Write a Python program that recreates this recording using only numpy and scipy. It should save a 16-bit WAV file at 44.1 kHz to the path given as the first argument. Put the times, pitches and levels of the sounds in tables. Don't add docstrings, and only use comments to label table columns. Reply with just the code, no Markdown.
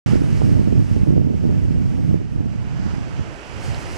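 import sys
import numpy as np
from scipy import signal
from scipy.fft import rfft, irfft
from scipy.io import wavfile
from scipy.ndimage import uniform_filter1d

SR = 44100
rng = np.random.default_rng(int(sys.argv[2]) if len(sys.argv) > 2 else 0)


def unload_wav(signal):
    wavfile.write(
        sys.argv[1],
        SR,
        np.round(np.clip(np.atleast_2d(signal).T, -1, 1) * 32767).astype(np.int16),
    )


N = 175077
TIME = np.arange(N) / SR
BINS_HZ = np.maximum(np.arange(N // 2 + 1) * SR / N, 1)


def from_db(db):
    return 10 ** (np.asarray(db) / 20)


def rms_one(x):
    return x / np.sqrt(np.mean(x ** 2) + 1e-20)


def in_time(rows):
    return np.interp(TIME, *np.transpose(rows))


def at_hz(rows, hz):
    points, *columns = np.transpose(rows)
    return [np.interp(np.log(hz), np.log(points), column) for column in columns]


def drift(rate_hz):
    step, settle = 40, 2000
    pole = np.exp(-2 * np.pi * rate_hz * step / SR)
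    noise = rng.standard_normal(N // step + 2 + settle)
    slow = signal.lfilter([1], [1, -2 * pole, pole * pole], noise)[settle:]
    return np.interp(np.arange(N) / step, np.arange(len(slow)), rms_one(slow))


def wash(spectrum, image, churn_db, churn_hz):
    level_db, = at_hz(spectrum, BINS_HZ)
    left_db, alike, lead_rad = at_hz(image, BINS_HZ)
    right, other = rfft(rng.standard_normal((2, N)))
    shared = alike * np.exp(-1j * lead_rad) * right
    left = from_db(left_db) * (shared + np.sqrt(1 - alike ** 2) * other)
    both = np.array([left, right]) * from_db(level_db)
    octave = np.clip(np.floor(np.log2(BINS_HZ / 250)), 0, 5)
    together = drift(churn_hz)
    out = 0
    for k in range(6):
        churn = from_db(churn_db * (together + drift(churn_hz)))
        out = out + irfft(both * (octave == k), N) * churn
    return out / np.std(out[1])


# time in seconds, level in dB.
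SURF_SWELL = [(.07, -32), (.15, -33), (.2, -39), (.33, -36.5), (.6, -39.5), (.77, -40.5), (.98, -40),
              (1.27, -43.5), (1.6, -41.5), (2.4, -44), (2.6, -41), (2.85, -38), (3.1, -36), (3.5, -35),
              (3.75, -32.5), (3.96, -33)]
# frequency in Hz, relative density in dB per Hz.
SURF_SPECTRUM = [(25, -5), (60, 7.5), (170, -2.5), (350, 5), (600, 3), (950, 0), (1400, -1.5), (2250, -3.5),
                 (3000, -5), (3400, -13), (3800, -18), (4800, -13), (6500, -17.5), (8500, -23.5),
                 (11000, -32.5), (13000, -41), (15000, -51)]
# frequency in Hz, left minus right in dB,
# likeness of the sides 0-1, lead of the right side in radians.
SURF_STEREO = [(200, 1, 0.8, 0.21), (537, -9, 0.5, 0.43), (890, -6, 1, 0.55), (1310, -10.5, 0.14, 4.4),
               (1600, -10.5, 0, 2.7), (2300, -13.5, 1, 4.7), (3000, -13.5, 0, 5.7), (3840, -3, 0.8, 6.2),
               (4730, -11.5, 0, 7.1), (6370, -4.5, 0.7, 7.75), (8540, -1.5, 0.8, 8.4), (11000, -1, 1, 9.7)]


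def surf():
    return from_db(in_time(SURF_SWELL)) * wash(SURF_SPECTRUM, SURF_STEREO, churn_db=.5, churn_hz=9.3)


# frequency in Hz, relative density in dB per Hz.
BREAKER_SPECTRUM = [(150, -14), (400, -5), (900, 3.5), (1700, 1.5), (2600, -15), (3600, -19), (5000, -9.5),
                    (10000, -32)]
BREAK_S, BREAK_DB = 2.91, -37
BREAK_RISE_S, BREAK_FALL_S = .18, .12


def breaker():
    rise = (TIME - BREAK_S) / BREAK_RISE_S
    fall = (BREAK_S - TIME) / BREAK_FALL_S
    envelope = np.exp(np.minimum(rise, fall))
    return from_db(BREAK_DB) * envelope * wash(BREAKER_SPECTRUM, SURF_STEREO, churn_db=.4, churn_hz=23)


# time in seconds, level in dB before HISS_GAIN_DB.
HISS_COURSE = [(.07, -43.5), (.15, -44), (.19, -47.5), (.4, -46), (.7, -51.5), (.95, -50), (1.27, -60),
               (1.37, -55.5), (2.13, -55), (2.22, -61.5), (2.84, -62), (3.25, -60.5), (3.59, -51),
               (3.63, -43.5), (3.68, -41), (3.72, -46), (3.88, -45.5), (3.96, -42)]
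# frequency in Hz, relative density in dB per Hz.
HISS_SPECTRUM = [(300, 8.5), (1000, 6), (2000, 8), (3050, 2.5), (3600, -7.5), (5000, 2.5), (6500, -3.5),
                 (8500, -7.5), (11000, -13.5), (15000, -27)]
# frequency in Hz, left minus right in dB,
# likeness of the sides 0-1, lead of the right side in radians.
HISS_STEREO = [(970, -1, 0.3, 0.45), (2430, -13.5, 1, -0.52), (3830, 3.5, 0.8, 0.66),
               (4700, -4, 0.88, 0.75), (8000, 0, 0.82, 0.12), (13000, -1, 0.45, -0.65)]
HISS_GAIN_DB = 4


def hiss():
    level = from_db(HISS_GAIN_DB + in_time(HISS_COURSE))
    return level * wash(HISS_SPECTRUM, HISS_STEREO, churn_db=.7, churn_hz=22)


TICK_S, TICK_DB, TICK_HZ, TICK_HALF_S = 3.7463, -26.5, 4400, .0004


def tick():
    age_s = TIME - TICK_S
    envelope = np.exp(-(age_s / TICK_HALF_S) ** 2)
    return from_db(TICK_DB) * envelope * np.sin(2 * np.pi * TICK_HZ * age_s)


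STEADY_S = .045


def evened(x):
    return x / np.sqrt(uniform_filter1d(x ** 2, int(STEADY_S * SR)) + 1e-12)


# time in seconds, strength in dB, half width in seconds.
EDDY_THUMPS = [(.101, -8, 0.0013), (.1345, 1, 0.00077), (.157, 0, .0007), (.241, -7, 0.0012),
               (.4188, -4.5, 0.00038), (.517, -2.5, 0.00097), (.552, -3.5, 0.0014), (.5954, -1, 0.00089),
               (.615, -6, 0.00065), (.675, -1.5, 0.00084), (.7257, -3, .0007), (.7455, -12, 0.0015),
               (.914, -2, .0012), (.9651, -3.5, 0.00073), (1.034, 0.5, 0.0012), (1.072, -11.5, 0.00048),
               (1.1063, -1, 0.0008), (1.1668, -6, 0.00062), (1.1791, -1, 0.00064), (1.1971, -3.5, 0.001),
               (1.2479, -5, .001), (1.2735, -5.5, 0.00082), (1.3439, -7.5, 0.00077), (1.4415, -6.5, .00065),
               (1.4529, -3, 0.00074), (1.494, -5.5, 0.00076), (1.7087, -3, 0.00095), (1.7626, -12, 0.0007),
               (2.1315, -3.5, 0.0013), (2.1435, -1, 0.00069), (2.4066, -5.5, 0.001), (2.459, -8.5, 0.00098),
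               (2.8, -8, 0.0013), (2.865, -7.5, 0.0011), (2.938, -8.5, 0.0012), (2.983, -10, 0.00095),
               (3.195, -9, 0.001), (3.701, -12.5, 0.0021), (3.78, -13, 0.0019)]
SMALL_EDDY_COUNT = 100
SMALL_EDDY_DB, SMALL_EDDY_SPREAD_DB = 2, 2
SMALL_EDDY_WIDTH_S = .0012
REBOUND_SHARE, SWEPT_SHARE = .7, .75


def small_eddies(gust_db):
    eddies = []
    for slot, (offset, size, span) in enumerate(rng.random((SMALL_EDDY_COUNT, 3))):
        when = (slot + offset) / SMALL_EDDY_COUNT
        db = gust_db[int(when * N)] + SMALL_EDDY_DB + SMALL_EDDY_SPREAD_DB * (2 * size - 1)
        eddies.append((when * TIME[-1], db, SMALL_EDDY_WIDTH_S * 2 ** (span - .5)))
    return eddies


def buffeted(turbulence, gust_db):
    out = turbulence.copy()
    for peak_s, db, width_s in small_eddies(gust_db) + list(EDDY_THUMPS):
        near = slice(*np.searchsorted(TIME, [peak_s - 10 * width_s, peak_s + 10 * width_s]))
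        u = (TIME[near] - peak_s) / width_s
        suction = np.exp(-u ** 2)
        rebound = REBOUND_SHARE * np.exp(-((u - 2) / 1.5) ** 2)
        out[near] *= 1 - SWEPT_SHARE * np.exp(-((u - 1) / 3) ** 2)
        out[near] += from_db(db) * (rebound - suction)
    return out


# time in seconds, level in dB before tilt and lumps.
GUST_STRENGTH = [(.07, -13.5), (.14, -10.5), (.19, -14), (.27, -15.5), (.4, -12.5), (.52, -11), (.6, -14.5),
                 (.65, -16), (.7, -12), (.81, -9), (.85, -19), (.9, -13), (1.02, -11.5), (1.055, -19),
                 (1.09, -12), (1.22, -12.5), (1.3, -17.5), (1.4, -15.5), (1.46, -15), (1.6, -15.5),
                 (1.7, -14.5), (1.8, -12.5), (1.88, -16), (1.96, -17.5), (2.06, -15), (2.14, -13),
                 (2.25, -22.5), (2.37, -17.5), (2.52, -20.5), (2.7, -22), (2.83, -19.5), (3.1, -25.5),
                 (3.19, -20), (3.25, -28.5), (3.35, -31), (3.43, -45), (3.5, -31.5), (3.59, -24),
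                 (3.63, -29.5), (3.69, -17), (3.79, -28), (3.9, -28), (3.96, -24)]
# time in seconds, slope in dB per octave.
RUMBLE_TILT = [(.07, -4), (.15, -0.5), (.25, 1.5), (.42, -1.5), (.6, 0.5), (.85, -2), (1.15, -0.5),
               (1.34, 3.5), (1.39, -2.5), (1.46, 1), (1.6, -2), (1.85, -2.5), (2.1, 0), (2.4, -0.5),
               (2.65, -6.5), (2.95, -2), (3.4, -10), (3.96, -16)]
# frequency in Hz, relative density in dB per Hz.
RUMBLE_SPECTRUM = [(15, -35), (28, -24), (50, -5.5), (90, 3), (160, -1), (240, -5.5), (310, -9),
                   (400, -18.5), (600, -26), (950, -41), (1800, -80)]
BRIGHT_ABOVE_HZ = 158
LUMP_DB, LUMPS_HZ, UPPER_LUMP_DB_PER_OCTAVE = 1.77, 27, 1.5
SUCTION = .35
WIND_LEFT_DB, WIND_LIKENESS = -4.9, .91


def wind():
    gust_db, tilt_db = in_time(GUST_STRENGTH), in_time(RUMBLE_TILT)
    lumps, upper_lumps = drift(LUMPS_HZ), drift(LUMPS_HZ)
    rumble_db, = at_hz(RUMBLE_SPECTRUM, BINS_HZ)
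    coloured = rfft(rng.standard_normal((2, N))) * from_db(rumble_db)
    noise = rfft(evened(irfft(coloured, N)))
    edges_hz = 15 * 2 ** (np.arange(15) / 2)
    turbulence = 0
    for low, high in zip(edges_hz, edges_hz[1:]):
        octaves_up = np.clip(np.log2(np.sqrt(low * high) / BRIGHT_ABOVE_HZ), 0, 2)
        bright_db = octaves_up * (tilt_db + UPPER_LUMP_DB_PER_OCTAVE * upper_lumps)
        band = irfft(noise * ((BINS_HZ >= low) & (BINS_HZ < high)), N)
        turbulence = turbulence + band * from_db(bright_db)
    right, other = turbulence * from_db(gust_db + LUMP_DB * lumps)
    highpass = signal.butter(2, 60, "high", fs=SR, output="sos")
    pull = signal.sosfilt(highpass, right ** 2)
    right = buffeted(right - SUCTION * pull, gust_db)
    left = np.sqrt(1 - WIND_LIKENESS ** 2) * other - WIND_LIKENESS * right
    return np.array([from_db(WIND_LEFT_DB) * left, right])


def scene():
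    return surf() + breaker() + hiss() + tick() + wind()


START_S, FADE_IN_S, CUTOFF_HZ = .06, .002, 16300


def record(dry):
    rounded = dry / (1 + dry ** 8) ** (1 / 8)
    opened = rounded * np.clip((TIME - START_S) / FADE_IN_S, 0, 1)
    lowpass = signal.cheby2(12, 70, CUTOFF_HZ, fs=SR, output="sos")
    return signal.sosfilt(lowpass, opened)


dry = scene()
out = record(dry)
unload_wav(out)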